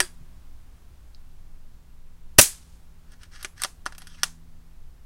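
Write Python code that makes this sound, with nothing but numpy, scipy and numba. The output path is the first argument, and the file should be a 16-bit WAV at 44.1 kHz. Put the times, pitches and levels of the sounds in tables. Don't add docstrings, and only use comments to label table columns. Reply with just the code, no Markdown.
import sys
import numpy as np
from scipy import signal
from scipy.fft import rfft, irfft, next_fast_len
from scipy.io import wavfile
from numba import njit

SR = 44100
rng = np.random.default_rng(int(sys.argv[2]) if len(sys.argv) > 2 else 0)


def write(x):
    x = np.atleast_2d(x).T
    wavfile.write(sys.argv[1], SR, np.round(np.clip(x, -1, 1) * 32767).astype(np.int16))


N = 223099
T = np.arange(N) / SR


def from_db(db):
    return 10 ** (np.asarray(db) / 20)


def rms_one(x):
    return x / np.sqrt(np.mean(x ** 2) + 1e-20)


def at_hz(points, hz, axis=1):
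    points = np.array(points)
    return np.interp(np.log(hz + 1e-3), np.log(points[:, 0]), points[:, axis])


def cut(x, hz, kind, order=2):
    edges_hz = np.clip(hz, 10, .47 * SR)
    sos = signal.butter(order, edges_hz, kind, fs=SR, output="sos")
    return signal.sosfilt(sos, x + 1e-18)


def noise(colour=None):
    white = rng.standard_normal(N)
    if colour is None:
        return white
    size = next_fast_len(N)
    gain = from_db(at_hz(colour, np.fft.rfftfreq(size, 1 / SR)))
    return rms_one(irfft(rfft(white, size) * gain, size)[:N])


def noise_band(low_hz, high_hz):
    return rms_one(cut(noise(), [low_hz, high_hz], "band"))


def swell(start_s, rise_s, t60_s, t=T):
    age = t - start_s
    return np.clip(age / rise_s, 0, 1) * from_db(-60 * np.maximum(age - rise_s, 0) / t60_s)


def flutter(depth_db, rate_hz):
    return from_db(depth_db * rms_one(cut(noise(), rate_hz, "low")))


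def resonate(x, modes):
    out = 0
    for hz, width_hz, db in modes:
        r = np.exp(-np.pi * width_hz / SR)
        poles = [1, -2 * r * np.cos(2 * np.pi * hz / SR), r * r]
        out = out + from_db(db) * (1 - r * r) / 2 * signal.lfilter([1, 0, -1], poles, x + 1e-18)
    return out


@njit
def glide(x, angle, r):
    y = np.zeros(len(x))
    for i in range(2, len(x)):
        drive = (1 - r * r) / 2 * (x[i] - x[i - 2])
        y[i] = drive + 2 * r * np.cos(angle[i]) * y[i - 1] - r * r * y[i - 2]
    return y


# (frequency [Hz], density [dB per Hz, relative])
AIR_COLOUR = [(8, -8.5), (14, 6), (24, -6.5), (37, -16.5), (58, -10), (100, -23), (190, -32.5),
              (330, -37.5), (550, -42.5), (1000, -42.5), (2100, -48.5), (6000, -53), (15500, -56.5)]
# (time [s], level [dB])
BREEZE = [(0.2, -66.5), (2.1, -71.5), (2.42, -69.5), (2.93, -70), (3.8, -69.5), (5.0, -71)]
AIR_DB = -63.5


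def outdoors(air_db=0, gust_share=.6):
    time_s, breeze_db = np.transpose(BREEZE)
    gust_db = gust_share * np.interp(T, time_s, breeze_db - np.median(breeze_db))
    air = noise(AIR_COLOUR)
    hiss_rms = np.std(cut(air, 180, "high", order=6))
    return air * from_db(AIR_DB + air_db + gust_db) / hiss_rms


# (time [s], level [dB])
ENGINE_LEVEL = [
    [(0.1, -60), (1.07, -78), (1.28, -65.5), (2.3, -66.5)],
    [(2.6, -63.5), (3.67, -67.5), (4.33, -55.5), (5.0, -70)],
]
# (harmonic [number], level [dB, relative])
ENGINE_ORDERS = [(1, -6), (2, 0.5), (3, -8.5)]
ENGINE_HZ, ENGINE_WANDER_HZ, ENGINE_WANDER_S = 81.8, 0.31, 0.26


def engine(level_db=0):
    knots_s = np.arange(0, T[-1] + 1, ENGINE_WANDER_S)
    wander = np.interp(T, knots_s, noise()[:len(knots_s)])
    phase = 2 * np.pi * np.cumsum(ENGINE_HZ + ENGINE_WANDER_HZ * wander) / SR
    hum = sum(from_db(db) * np.sin(round(k) * phase + rng.uniform(0, 2 * np.pi))
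              for k, db in ENGINE_ORDERS)
    fade_db = np.interp(T, *np.vstack(ENGINE_LEVEL).T)
    return np.sqrt(2) * from_db(level_db + fade_db) * hum


# (time [s], level [dB], rise [s], t60 [s])
ECHOES = [(2.46, -49.5, 0.048, 0.68), (2.71, -75, 0.047, 0.26)]
# (frequency [Hz], level [dB, relative])
ECHO_COLOUR = [(300, -21), (900, 2), (2000, 1), (4000, 5), (8500, 6), (11000, 1.5), (16000, -16)]


def trees(patchy_db=2.0):
    wash = sum(from_db(db) * swell(s, rise_s, t60_s) for s, db, rise_s, t60_s in ECHOES)
    return wash * noise(ECHO_COLOUR) * flutter(patchy_db, 64)


# (frequency [Hz], level [dB, relative], t60 [s])
BUSHES = [(200, -7, 0.18), (810, 0, 0.23), (2000, -5, 0.21), (4860, -2, 0.21), (8356, 1, 0.27),
          (16185, -4.5, .19)]


def bushes(x, near_db=-10, near_t60_s=0.031, far_db=-15, far_rise_s=0.0017):
    t = T[:SR // 2]
    ground = cut(rng.standard_normal(len(t)), 12000, "low") * swell(0.0018, 0.0025, near_t60_s, t)
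    out = from_db(near_db) * signal.fftconvolve(x, ground / np.linalg.norm(ground))[:N]
    edges_hz = np.geomspace(200, 16000, 13)
    for low_hz, high_hz in zip(edges_hz, edges_hz[1:]):
        mid_hz = np.sqrt(low_hz * high_hz)
        decay = swell(0.0082, far_rise_s, at_hz(BUSHES, mid_hz, axis=2), t) ** 2
        band_energy = cut(x, [low_hz, high_hz], "band") ** 2
        energy = signal.oaconvolve(band_energy, decay / decay.sum())[:N]
        gain = from_db(far_db + at_hz(BUSHES, mid_hz))
        out += gain * np.sqrt(np.abs(energy)) * noise_band(low_hz, high_hz)
    return out


# (time [s], level [dB], frequency [Hz], t60 [s])
TICKS = [(0.141, -54, 8900, 0.0053), (1.147, -43, 4580, 0.0084)]
# (time [s], level [dB], frequency [Hz], t60 [s])
BUMPS = [(0.205, -43, 117, 0.13), (3.535, -41.5, 107, 0.13)]


def handling(rows, spread=1.12):
    return sum(from_db(db) * noise_band(hz / spread, hz * spread) * swell(s, t60_s / 10, t60_s)
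               for s, db, hz, t60_s in rows)


# (frequency [Hz], width [Hz], level [dB, relative])
RIFLE_MODES = [(390.6, 35, -2.5), (669, 130, -6), (773, 70, 2), (1174, 1000, -5.5), (1394, 260, 5.5),
               (1642, 110, 0), (1843, 220, -1), (2350, 110, -6), (2790, 310, -1.5), (3230, 300, -1),
               (3975, 460, -6), (4790, 1200, 1), (5470, 680, -2), (6080, 350, -2), (7900, 710, 0),
               (8300, 480, -3.5), (8950, 870, 1)]
# (frequency [Hz], width [Hz], level [dB, relative])
SPRING_MODES = [(9200, 90, -10), (11090, 28, 6), (11260, 50, 1), (13400, 140, -4)]
# (start [s], end [s], level [dB], mid-stroke rub pitch [Hz])
SLIDES = [(3.068, 3.149, -64, 1700), (3.188, 3.255, -57, 1692), (3.309, 3.452, -51.5, 1816),
          (3.561, 3.64, -48, 1630), (3.99, 4.23, -58, 3300)]
# (frequency [Hz], level [dB, relative])
SLIDE_COLOUR = [(400, -16), (1000, -2.5), (1650, 4.5), (2100, 3.5), (3000, 4.5), (5500, 3), (9000, -5.5),
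                (12000, -12), (16000, -15)]
STROKE_ATTACK_S, STROKE_RELEASE_S, STROKE_REST_HZ = 0.023, .025, 1547


def slides(level_db=0.0, grit_db=1.5, catch_db=3.0, spring_db=8, spring_flutter_db=3, pitch_db=3,
           pitch_width_hz=450):
    grains = noise(SLIDE_COLOUR) * flutter(grit_db, 241) * flutter(catch_db, 34)
    speed, hz = 0, STROKE_REST_HZ
    for start_s, end_s, db, mid_hz in SLIDES:
        attack = np.clip((T - start_s) / STROKE_ATTACK_S, 0, 1)
        release = np.clip(1 - (T - end_s) / STROKE_RELEASE_S, 0, 1)
        speed = speed + from_db(db) * attack * release
        arch = np.sin(np.pi * np.clip((T - start_s) / (end_s - start_s), 0, 1)) ** 2
        hz = hz + (mid_hz - STROKE_REST_HZ) * arch
    pitched = glide(grains, 2 * np.pi * hz / SR, np.exp(-np.pi * pitch_width_hz / SR))
    shake = grains * flutter(spring_flutter_db, 25) * speed / speed.max()
    springs = resonate(shake, SPRING_MODES)
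    body = resonate(grains, RIFLE_MODES)
    rub = rms_one(body + from_db(pitch_db) * pitched + from_db(spring_db) * springs)
    return from_db(level_db) * speed * rub


# (time [s], level [dB, relative], hardness [dB], spring ring [dB, relative])
CONTACTS = [(0.0028, -9.5, 1, -28.5), (3.119, -56, 8, -6), (3.2325, -44.5, -0.5, -20), (3.4279, -41, 9, 7),
            (3.4465, -26, -8, -25), (3.6186, -28, 10.5, -6), (3.6355, -22.5, 8.5, -26),
            (3.6466, -26, -9.5, -26), (3.8567, -41, 6, -23), (3.862, -30, -14, -26),
            (3.9224, -44.5, -4.5, -20), (3.9491, -47.5, -1.5, -21), (3.981, -45, 10, 7),
            (4.0185, -42.5, -1.5, -11), (4.0705, -42, 2.5, -3), (4.2327, -13, 5.5, -25)]
RATTLE_S, RATTLE_AT_DB, RATTLE_DOUBLES_DB = .018, -25.5, 45
PART_HZ, PART_OCTAVE_DB = 2270, 12.5
REBOUND_S, REBOUND_DB = .007, -17.5


def contacts(level_db=4, knock_db=9, spring_db=12, part_db=-1, part_width_hz=320, crack_db=-13,
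             rise_s=0.00065, thud_db=-2, steel_db=-5, thud_hz=1500, steel_hz=4200, top_hz=13000):
    force, springs, parts = np.zeros((3, N))
    t = T[:SR // 8]
    for s, db, hard_db, ring_db in CONTACTS:
        rattle_s = RATTLE_S * 2 ** ((RATTLE_AT_DB - db) / RATTLE_DOUBLES_DB)
        envelope = swell(0, rise_s, rattle_s, t)
        envelope += from_db(REBOUND_DB) * swell(REBOUND_S, rise_s, rattle_s, t)
        push = rng.standard_normal(len(t)) * envelope
        push[round(rise_s * SR)] += from_db(knock_db)
        push *= from_db(db)
        span = slice(round(s * SR), round(s * SR) + len(t))
        force[span] += from_db(thud_db - hard_db) * cut(push, thud_hz, "low", order=1)
        force[span] += cut(push, [thud_hz, steel_hz], "band", order=1)
        force[span] += from_db(steel_db + hard_db) * cut(push, steel_hz, "high", order=1)
        part_hz = PART_HZ * 2 ** (hard_db / PART_OCTAVE_DB)
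        parts[span] += resonate(push, [(part_hz, part_width_hz, part_db)])
        springs[span] += from_db(ring_db) * push
    body = cut(resonate(force, RIFLE_MODES) + parts + from_db(crack_db) * force, top_hz, "low")
    return from_db(level_db) * body + from_db(spring_db) * resonate(springs, SPRING_MODES)


def spring_song(level_db=-24, hz=11150, half_width_hz=130, t60_s=.3, knee=1.5):
    shaken = sum(from_db(db + knee * ring_db) * swell(s, .002, t60_s)
                 for s, db, hard_db, ring_db in CONTACTS)
    return from_db(level_db) * shaken * noise_band(hz - half_width_hz, hz + half_width_hz)


# (frequency [Hz], level [dB, relative], t60 [s])
TUBE_MODES = [(365, -0.5, 0.12), (1630, -4.5, 0.17), (3360, -16.5, 0.26), (4813, -1.5, 0.17),
              (8100, 3, 0.117), (8926, 0, 0.14)]


def tube(level_db=-33, rise_s=.004, q=30):
    t, snap = T[:SR // 2], np.zeros(N)
    snap[round(CONTACTS[0][0] * SR)] = from_db(level_db)
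    ring = 0
    for hz, db, t60_s in TUBE_MODES:
        cluster = rms_one(resonate(rng.standard_normal(len(t)), [(hz, hz / q, 0)]))
        ring = ring + from_db(db) * cluster * swell(0, rise_s, t60_s, t)
    return signal.oaconvolve(snap, ring)[:N]


# (frequency [Hz], density [dB per Hz, relative])
VENT_COLOUR = [(240, -50.5), (400, -16.5), (569, -19.5), (809, -26), (847, -10), (928, -20), (1070, -15),
               (2030, -9), (2880, -10), (8930, 2), (15500, -5.5)]
SHOT_S = 2.3875


def vent(level_db=-12, rise_s=0.029, t60_s=0.22, top_t60_s=0.12, top_hz=11000):
    hiss = noise(VENT_COLOUR)
    main = cut(hiss, top_hz, "low", order=3) * swell(SHOT_S, rise_s, t60_s)
    top = cut(hiss, top_hz, "high", order=3) * swell(SHOT_S, rise_s, top_t60_s)
    return from_db(level_db) * (main + top)


# (time [s], level [dB, relative], rise [s], t60 [s], low edge [Hz])
BURSTS = [(2.3821, -10, 0.0039, 0.067, 2500), (2.3861, 9, .0012, .026, 132), (2.3922, 1, 0.0014, 0.03, 615),
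          (2.4012, -6.5, .0006, .01, 1184), (2.4131, 3, 0.00084, 0.0044, 7000),
          (2.4174, -11.5, 0.00069, 0.01, 1194)]
# (frequency [Hz], level [dB, relative])
BLAST_COLOUR = [(100, 0.5), (350, 0.5), (700, 5.5), (1050, -2), (2000, -0.5), (4000, -1.5), (5500, 1.5),
                (9500, 0.5), (12000, -2.5), (16000, -8)]
# (frequency [Hz], width [Hz], level [dB, relative])
BARREL_MODES = [(630, 120, -5), (1275, 91, 1.5), (1564, 110, -2.5), (1848, 110, 2.5), (2637, 94, 2),
                (3080, 60, -0.5), (5010, 55, 1.5), (5790, 38, 0.5), (6140, 56, -1.5), (7650, 31, -1.5),
                (9360, 460, 2.5)]


def shot(ring_db=1, puff_db=10, puff_s=0.00037, thump_db=-18, thump_t60_s=0.095):
    rush = sum(from_db(db) * cut(noise(BLAST_COLOUR), low_hz, "high") * swell(s, rise_s, t60_s)
               for s, db, rise_s, t60_s, low_hz in BURSTS)
    age = (T - SHOT_S - puff_s) / puff_s
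    puff = -from_db(puff_db) * np.exp(-age ** 2)
    thump = from_db(thump_db) * noise_band(70, 260) * swell(SHOT_S, 0.00061, thump_t60_s)
    return 0.77 * rush + from_db(ring_db) * resonate(rush, BARREL_MODES) + puff + thump


def scene(blast_scatter_db=-12, action_scatter_db=-2.0, scatter_top_hz=12000):
    action = contacts() + slides() + handling(TICKS, spread=1.16)
    blast = shot()
    action_to_bank = from_db(action_scatter_db) * cut(action, scatter_top_hz, "low")
    scatter = bushes(action_to_bank + from_db(blast_scatter_db) * blast)
    rifle = action + tube() + spring_song() + blast + vent() + handling(BUMPS, spread=1.15)
    return (rifle + scatter + trees() + outdoors() + engine())[None]


CUTOFF_HZ = 15800


def record(dry):
    low_pass = signal.ellip(10, .1, 70, CUTOFF_HZ, fs=SR, output="sos")
    return signal.sosfilt(low_pass, np.clip(dry, -.95, .95))


dry = scene()
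out = record(dry)
write(out)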